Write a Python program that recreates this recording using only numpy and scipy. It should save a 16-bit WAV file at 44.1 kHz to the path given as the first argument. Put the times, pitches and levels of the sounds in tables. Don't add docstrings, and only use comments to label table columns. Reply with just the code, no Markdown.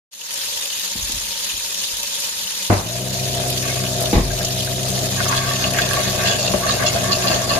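import sys
import numpy as np
from scipy import signal
from scipy.fft import rfft, irfft, next_fast_len
from scipy.io import wavfile

SR = 44100
rng = np.random.default_rng(int(sys.argv[2]) if len(sys.argv) > 2 else 0)


def transcribe(u):
    v = np.clip(np.atleast_2d(u).T, -1, 1)
    q = np.round(v * 32767).astype(np.int16)
    wavfile.write(sys.argv[1], SR, q)


N = 334719
T = np.arange(N) / SR
FILTER_SIZE = 8192
HZ = np.fft.rfftfreq(FILTER_SIZE, 1 / SR)

TAP_ON_S, SWITCH_ON_S = 0.11, 2.699
FEED_S, FILL_S = 5.15, 1.36

# (frequency [Hz], level [dB])
SPLASH_TONE = [(59, -20), (100, -12), (158, -32), (194, -9), (264, -21), (568, -12.5), (743, -19.5),
               (914, -6.5), (993, -10.5), (1380, -11.5), (3650, -0.5), (5750, -2), (6510, -3), (7690, -4),
               (14000, -10.5)]
SPATTER_TONE = [(1000, -20.5), (2200, -14.5), (2900, 2.5), (3700, -1), (5300, -7), (6600, 1.5), (7700, -13),
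                (11000, -7), (14000, -9)]
# (frequency [Hz], width [Hz], boost [dB])
SPLASH_RESONANCES = [(189.4, 5.8, 9), (483.5, 23, 7.5), (567, 33, 10), (750, 58, -6), (780, 11, 12),
                     (922, 37, 7.5), (1770, 32, 3.5), (2467, 410, -6.5), (2470, 36, 13), (2643, 28, 10),
                     (2862, 78, -11), (2913, 43, 9), (3640, 37, 2.5), (5040, 62, -9), (5030, 150, 6),
                     (6300, 53, 8.5), (6860, 320, 7.5), (7790, 840, -7), (11660, 550, -0.5)]
# (time [s], level [dB], favoured pitch [Hz], rattle's time to fade 60 dB [s])
KNOCKS = [(0.95, -30.5, 191, 0.25), (0.971, -35, 110, 0.12), (1.016, -32, 65, 0.62),
          (1.092, -33, 300, 0.17), (1.124, -28, 75.6, 0.37), (1.529, -36.5, 90.5, .3),
          (1.918, -42, 42, 0.46), (2.699, -12, 304, 0.069), (2.72, -10, 273, 0.36),
          (4.128, -9.5, 330, 0.094), (4.151, -6, 79, 0.17), (4.175, -11.5, 298, 0.19),
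          (4.19, -11, 46, 0.48), (4.68, -34, 27.8, .3), (6.536, -15, 271, 0.066),
          (7.296, -19, 240, 0.22)]
# (frequency [Hz], level [dB], time to fade 60 dB [s])
BASIN_NOTES = [(44, 9.5, 0.8), (63.4, 4, 0.45), (89.6, 7, 0.19), (160, 0, .1), (194.3, 11, 0.086),
               (250, 6.5, 0.069), (336.5, 3, 0.13), (490, 5, 0.13), (657, -1, 0.091), (825, 7.5, 0.12)]
# (frequency [Hz], level [dB])
RATTLE_TONE = [(20, -20), (60, 9.5), (700, 0), (1100, 4.5), (1400, -7), (2000, 4.5), (4000, -8),
               (10000, -26)]
# (time [s], length [s], level [dB])
SPRAY_PUFFS = [(2.18, 0.028, -27), (3.48, 0.025, -24.5), (3.57, 0.023, -36), (4.0, .03, -30),
               (4.88, 0.045, -31)]
# (time [s], speed [turns/s])
MOTOR_SPEED = [(3.3, 64.5), (3.8, 63.7), (4.45, 63.3), (4.85, 64), (5.8, 64.5), (6.05, 63.4), (6.55, 62.2),
               (7.1, 62.7), (7.35, 61.7)]
# (multiple of the rotor speed [x], level [dB])
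ROTOR_TONES = [(1, -11.5), (2, 1), (3, -7.5), (4, -14), (5, -17.5), (6, -10), (8, -14.5), (10, -12.5),
               (11, -10)]
# (time [s], length [s], level [dB])
WATER_SURGES = [(3.36, 0.11, -28.5), (3.6, 0.24, -32.5), (3.97, 0.093, -25), (4.38, 0.054, -26),
                (4.87, 0.21, -28), (5.22, 0.042, -23.5), (5.51, 0.025, -31), (5.66, 0.29, -28),
                (5.97, 0.056, -22.5), (6.42, 0.055, -25), (6.75, 0.084, -27), (6.92, 0.077, -23.5),
                (7.24, 0.15, -21.5), (7.5, .09, -23)]
# (frequency [Hz], level [dB])
CHURN_TONE = [(100, -26), (330, -23), (450, -8.5), (570, -4.5), (700, -7), (790, -14.5), (1100, -12.5),
              (2000, -16.5), (4000, -50), (12000, -48)]
SLOSH_TONE = [(25, -19), (45, -13), (65, -4.5), (110, -5.5), (185, -9), (290, -14), (430, -9.5),
              (600, -13.5), (1000, -31.5), (4000, -54)]
# (frequency [Hz], width [Hz], boost [dB])
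CHAMBER_RESONANCES = [(194.4, 31, 14), (259, 13, 15), (366.6, 9.9, 15.5), (619.4, 63, 10.5),
                      (690, 46, 12.5), (800, 41, 9), (910, 17, -8)]
# (time [s], length [s], level [dB], pitch [Hz])
SOFT_BITES = [(3.63, 0.1, -30.5, 2240), (3.765, 0.085, -35.5, 2000), (5.174, 0.029, -24.5, 1490),
              (5.294, 0.084, -25.5, 1130), (5.416, 0.11, -31, 1160), (5.564, 0.097, -25, 1150),
              (5.739, 0.12, -26, 1750), (5.892, 0.2, -28.5, 1740), (6.19, 0.154, -25.5, 1900),
              (6.63, 0.066, -24, 1150), (6.785, 0.089, -25.5, 1680), (6.96, 0.15, -26, 1210),
              (7.23, 0.15, -28, 1360), (7.493, .07, -25, 1250)]
SHELL_CRUNCHES = [(5.135, 0.031, -31, 3020), (5.3, .07, -27, 3500), (5.484, 0.079, -25.5, 4500),
                  (5.606, 0.075, -23.5, 4300), (5.79, 0.076, -28.5, 3300), (5.914, 0.16, -29.5, 3470),
                  (6.074, 0.037, -27, 3300), (6.25, 0.11, -21, 3580), (6.388, 0.096, -21, 5000),
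                  (6.681, 0.059, -19.5, 4400), (6.861, 0.032, -16.5, 3900), (6.929, 0.036, -24, 2900),
                  (7.118, 0.034, -19, 4300), (7.27, 0.11, -21, 3000), (7.492, 0.075, -22.5, 2900)]
# (frequency [Hz], level [dB])
PULP_TONE = [(400, -33), (850, -9), (1130, -2), (1400, -6.5), (1900, 1), (2400, -4.5), (3500, -14),
             (7000, -28), (14000, -63)]
SHELL_TONE = [(800, 9), (2000, -39), (2700, 2.5), (4200, 1), (5300, -3.5), (7000, -3.5), (8000, -6),
              (14000, -40)]
# (frequency [Hz], width [Hz], boost [dB])
RING_RESONANCES = [(1135, 110, 13), (1606, 130, 9), (1790, 75, 5.5), (1940, 130, -8.5), (2170, 50, 8),
                   (2297, 100, -6), (2510, 84, 9.5), (2750, 130, 8.5), (3384, 64, 10), (4370, 95, 10),
                   (4530, 350, 5), (5010, 600, 9), (6170, 49, 12.5), (6850, 390, 13.5)]
# (time [s], level [dB], pitch [Hz])
PIECE_CRACKS = [(4.303, -29, 1610), (4.405, -26.5, 1760), (4.448, -18.5, 5940), (4.674, -31.5, 1510),
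                (5.203, -19, 1500), (5.262, -24.5, 1280), (5.325, -18.5, 1420), (5.376, -21, 3250),
                (5.64, -18, 2870), (5.787, -14.5, 1670), (5.818, -17.5, 3380), (6.271, -20, 3200),
                (6.537, -14.5, 600), (6.823, -22, 1700), (7.225, -25.5, 2870)]
# (frequency [Hz], correlation [-1 to 1])
STEREO_LIKENESS = [(50, 1), (180, 0.99), (280, 0.57), (400, 0.71), (600, 0.58), (720, 0.78), (880, -0.38),
                   (1010, -0.16), (1150, 0.16), (1350, -0.41), (1620, 0.14), (2050, -0.17), (2550, 0.43),
                   (3200, -0.17), (3700, 0.1), (5100, -0.31), (5800, -0.16), (7500, -0.0095)]
# (frequency [Hz], left minus right [dB])
STEREO_LEAN = [(50, 2), (200, 4.5), (310, -5), (440, -2.5), (590, 7), (780, 1), (930, -5), (1350, 2.5),
               (1750, 2), (2300, 1), (6000, -1), (7000, 2.5), (11000, 5.5), (12500, 1)]


def amp(db):
    return 10 ** (np.asarray(db) / 20)


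def unit(x):
    return x / np.sqrt(np.mean(x ** 2) + 1e-20)


def add(mix, start_s, sound):
    part = mix[:, round(start_s * SR):][:, :sound.shape[-1]]
    part += sound[..., :part.shape[-1]]


def ramp(start_s, length_s):
    return np.clip((T - start_s) / length_s, 0, 1)


def fade(t, t60):
    return np.exp(-np.log(1000) * t / t60)


def swell(t, length, attack, release):
    return np.clip(t / attack + .5, 0, 1) * fade(np.clip(t - length, 0, 2 * release), release)


def bursts(rows, attack, release):
    return sum((amp(db) * swell(T - s, length, attack, release)) ** 2 for s, length, db in rows)


def wander(rate_hz):
    hz = np.fft.rfftfreq(N, 1 / SR)
    return unit(irfft(rfft(rng.standard_normal(N)) / (1 + (hz / rate_hz) ** 2), N))


def lag(x, seconds):
    keep = np.exp(-1 / (seconds * SR))
    return signal.lfilter([1 - keep], [1, -keep], x)


def curve_at(points, hz):
    table_hz, value = np.transpose(points)
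    return np.interp(np.log(hz + 1), np.log(table_hz + 1), value)


def response(tone, resonances):
    peaks = sum(db / (1 + (2 * (HZ - hz) / width) ** 2) for hz, width, db in resonances)
    return curve_at(tone, HZ) + peaks


def hump(hz, centre_hz, slope_db):
    return -slope_db * (np.hypot(np.log2((hz + 1) / centre_hz), .5) - .5)


def colour(x, curve_db):
    log_gain = np.log(amp(np.maximum(curve_db - curve_db.max(), -100)))
    mirrored = np.concatenate([log_gain, log_gain[-2:0:-1]])
    spectrum = np.exp(np.conj(signal.hilbert(mirrored)))
    ringing = np.fft.ifft(spectrum).real[:FILTER_SIZE // 2]
    return signal.oaconvolve(x, ringing[None], axes=1)[:, :x.shape[1]]


def stereo_noise(count):
    a, b = rfft(rng.standard_normal((2, count)))
    likeness = np.clip(curve_at(STEREO_LIKENESS, np.fft.rfftfreq(count, 1 / SR)), -1, 1)
    mid, side = a * np.sqrt((1 + likeness) / 2), b * np.sqrt((1 - likeness) / 2)
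    return irfft(np.array([mid + side, mid - side]), count)


def impacts(per_s, spread_db, t60, echo, echo_t60):
    sizes = amp(spread_db * np.minimum(rng.exponential(1, N), 4))
    hits = sizes ** 2 * (rng.random(N) < per_s / SR)
    t = T[:FILTER_SIZE]
    snap, scatter = fade(t, t60) ** 2, fade(t, echo_t60) ** 2
    power = signal.oaconvolve(hits, snap / snap.sum() + echo * scatter / scatter.sum())[:N]
    return unit(np.sqrt(abs(power)) * stereo_noise(N))


def gurgle(x, depth_db, band_hz, life_s):
    spectra = signal.stft(x, nperseg=512, noverlap=384)[2]
    frame_s, bin_hz = 128 / SR, SR / 512
    pocket = np.outer(signal.windows.gaussian(31, band_hz / bin_hz / 2),
                      signal.windows.gaussian(31, life_s / frame_s / 2))
    pockets = unit(signal.fftconvolve(rng.standard_normal(spectra.shape[1:]), pocket, "same"))
    spectra = spectra * amp(depth_db * np.minimum(pockets, 2.5))
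    return unit(signal.istft(spectra, nperseg=512, noverlap=384)[1][:, :N])


def tap():
    sputter = amp(0.76 * wander(61))
    drops = impacts(1300, spread_db=2, t60=0.021, echo=1, echo_t60=0.9)
    drops = gurgle(drops * sputter, depth_db=2, band_hz=560, life_s=0.012)
    splash = unit(colour(drops, response(SPLASH_TONE, SPLASH_RESONANCES)))
    spatters = impacts(60, spread_db=2.5, t60=0.043, echo=0.37, echo_t60=0.047)
    spatters = gurgle(spatters, depth_db=4.5, band_hz=490, life_s=0.025)
    spatters = unit(colour(spatters, curve_at(SPATTER_TONE, HZ)))
    pings = bubbles(400, low_hz=2760, high_hz=7500, pitches=36)
    flow = ramp(TAP_ON_S, 0.023) * amp(-49 + 15.5 * ramp(TAP_ON_S, 0.24))
    return flow * (amp(9) * splash + amp(2) * spatters + amp(-11) * pings)


def bubbles(per_s, low_hz, high_hz, pitches):
    out, t = np.zeros((2, N)), T[:1024]
    per_pitch = int(per_s * N / SR / pitches)
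    for hz in np.geomspace(low_hz, high_hz, pitches):
        cycles = t * hz
        ping = fade(t, 7.2 / hz) * np.sin(2 * np.pi * cycles * (1 + 0.0017 * np.minimum(cycles, 20)))
        when, size, side = rng.random((300, 3))[:per_pitch].T
        for start_s, gain, pan in zip(when * T[-1], amp(17 * size ** 2), side * np.pi):
            add(out, start_s, gain * np.outer([np.cos(pan), np.sin(pan)], ping))
    return unit(out)


def drain():
    rumble = unit(colour(stereo_noise(N), hump(HZ, 87, slope_db=8.5)))
    return amp(-57.5) * ramp(0.1, 1) * rumble


def blows():
    out, t, onset = np.zeros((2, N)), T[:SR // 2], SR // 40
    contact = 1 - np.exp(-t / 0.003)
    notes = [(-1) ** k * amp(db) * fade(t, t60) * np.sin(2 * np.pi * hz * t)
             for k, (hz, db, t60) in enumerate(BASIN_NOTES)]
    note_hz = np.transpose(BASIN_NOTES)[0]
    for start_s, db, pitch, t60 in KNOCKS:
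        damping = fade(t, 7.5 * t60)
        ring = contact * damping * (amp(hump(note_hz, pitch, slope_db=9.5)) @ notes)
        rattle_db = hump(HZ, pitch, slope_db=4.5) + curve_at(RATTLE_TONE, HZ)
        rattle = colour(stereo_noise(len(t)) * contact * fade(t, t60), rattle_db)
        blow = amp(-5.5) * ring / ring[:onset].std() + amp(-10) * rattle / rattle[:, :onset].std()
        add(out, start_s, amp(db) * blow)
    return out


def spits():
    droplets = impacts(1500, spread_db=10, t60=0.01, echo=0.7, echo_t60=0.08)
    spray = unit(colour(droplets, hump(HZ, 9500, slope_db=14)))
    return np.sqrt(bursts(SPRAY_PUFFS, attack=0.01, release=0.06)) * spray


def motor_hum(mains_hz=50):
    t = np.maximum(T - SWITCH_ON_S, 0)
    pull = np.sin(2 * np.pi * 2 * mains_hz * t)
    jolt = np.minimum(t / 0.0014, 1) * fade(np.maximum(t - 0.034, 0), 0.41)
    rattle = unit(colour(stereo_noise(N), hump(HZ, 700, slope_db=14.5))) * (1 + 0.3 * pull)
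    hum = pull * amp(1.7 * wander(2.2))
    return jolt * (amp(-16.5) * rattle - amp(-9.5) * pull) + amp(-33) * hum


def spin_up(lag_s=0.08):
    return 1 - np.exp(-np.maximum(T - SWITCH_ON_S, 0) / lag_s)


def rotor_shake(turns):
    load = ramp(FEED_S, FILL_S)
    unrest = 0.68 + 0.54 * load
    tones = np.zeros(N)
    for multiple, db in ROTOR_TONES:
        phase = 2 * np.pi * (multiple * turns + rng.random()) + 0.044 * unrest * wander(10)
        tones += amp(db + 1.5 * unrest * wander(16)) * np.sin(phase)
    return amp(-26 - 2 * load) * spin_up() ** 1.6 * tones


def churn(turns):
    steady = amp(-31.5 + 7 * ramp(FEED_S, FILL_S))
    force = spin_up() * np.sqrt(steady ** 2 + bursts(WATER_SURGES, attack=0.041, release=0.24))
    lugs = 1 + 0.52 * np.cos(4 * np.pi * turns)
    slaps = impacts(420, spread_db=1.5, t60=0.011, echo=0.42, echo_t60=0.086)
    drone = unit(colour(slaps * lugs, response(CHURN_TONE, CHAMBER_RESONANCES)))
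    swirl = impacts(500, spread_db=2.5, t60=0.0046, echo=0.43, echo_t60=0.086)
    slosh = unit(colour(swirl, response(SLOSH_TONE, CHAMBER_RESONANCES)))
    return amp(-0.66) * force * drone + amp(-17.5) * np.sqrt(force) * slosh


def pieces(grains, rows, tone_db, slope_db, attack, release):
    out, t = np.zeros((2, N)), T[:SR // 2]
    for start_s, length, db, hz in rows:
        first = min(round(start_s * SR), N - len(t))
        piece = unit(colour(grains[:, first:first + len(t)], tone_db + hump(HZ, hz, slope_db)))
        add(out, start_s - attack, amp(db) * swell(t - attack, length, attack, release) * piece)
    return out


def grinding(turns):
    lugs = 1 + 0.05 * np.cos(4 * np.pi * turns)
    pulp = impacts(420, spread_db=4, t60=0.0046, echo=1, echo_t60=0.21)
    pulp = gurgle(pulp * lugs, depth_db=5, band_hz=70, life_s=0.045)
    shell = impacts(600, spread_db=3.5, t60=0.0097, echo=0.58, echo_t60=0.11)
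    shell = gurgle(shell * lugs, depth_db=6.5, band_hz=69, life_s=0.029)
    pulp_db, shell_db = response(PULP_TONE, RING_RESONANCES), response(SHELL_TONE, RING_RESONANCES)
    rub = amp(-33.5) * unit(colour(pulp, pulp_db)) + amp(-35.5) * unit(colour(shell, shell_db))
    bites = pieces(pulp, SOFT_BITES, pulp_db, slope_db=12, attack=0.03, release=0.21)
    crunches = pieces(shell, SHELL_CRUNCHES, shell_db, slope_db=5, attack=0.018, release=0.1)
    return ramp(FEED_S, 0.13) * rub + bites + crunches


def cracks():
    out, t, onset = np.zeros((2, N)), T[:FILTER_SIZE], SR // 100
    for start_s, db, hz in PIECE_CRACKS:
        peaks_db = response([(hz, 0)], RING_RESONANCES + [(hz, hz / 9, 7)])
        ring = colour(stereo_noise(len(t)) * fade(t, 0.051), hump(HZ, hz, slope_db=44) + peaks_db)
        snap = colour(stereo_noise(len(t)) * fade(t, 0.021), hump(HZ, hz, slope_db=10.5))
        crack = amp(-1.5) * ring / ring[:, :onset].std() + amp(-7) * snap / snap[:, :onset].std()
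        add(out, start_s, amp(db) * crack)
    return out


def scene():
    speed = spin_up() * np.interp(T, *np.transpose(MOTOR_SPEED))
    turns = np.cumsum(speed) / SR
    water = tap() + spits() + drain()
    disposal = rotor_shake(turns) + motor_hum() + churn(turns) + grinding(turns) + cracks()
    mix = water + disposal + blows()
    size = next_fast_len(N + FILTER_SIZE)
    lean = amp(np.outer([.5, -.5], curve_at(STEREO_LEAN, np.fft.rfftfreq(size, 1 / SR))))
    lean /= np.sqrt((lean ** 2).mean(0))
    return irfft(rfft(mix, size) * lean, size)[:, :N]


def record(dry):
    threshold_db, recover_db_per_s, ignore_below_hz, top_hz = -17.5, 6, 120, 14380
    sensed = signal.sosfilt(signal.butter(2, ignore_below_hz, "high", fs=SR, output="sos"), dry)
    level_db = 10 * np.log10(lag((sensed ** 2).mean(0), seconds=0.057) + 1e-12)
    over_db = np.maximum(level_db - threshold_db, 0)
    recovery = recover_db_per_s * T
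    cut_db = np.maximum.accumulate(over_db + recovery) - recovery
    ducked = dry / amp(lag(cut_db, seconds=0.0067))
    rounded = ducked / (1 + ducked ** 8) ** (1 / 8)
    low_pass = signal.firwin(601, top_hz, window=("kaiser", 8), fs=SR)
    return signal.oaconvolve(rounded, low_pass[None], "same")


dry = scene()
out = record(dry)
transcribe(out)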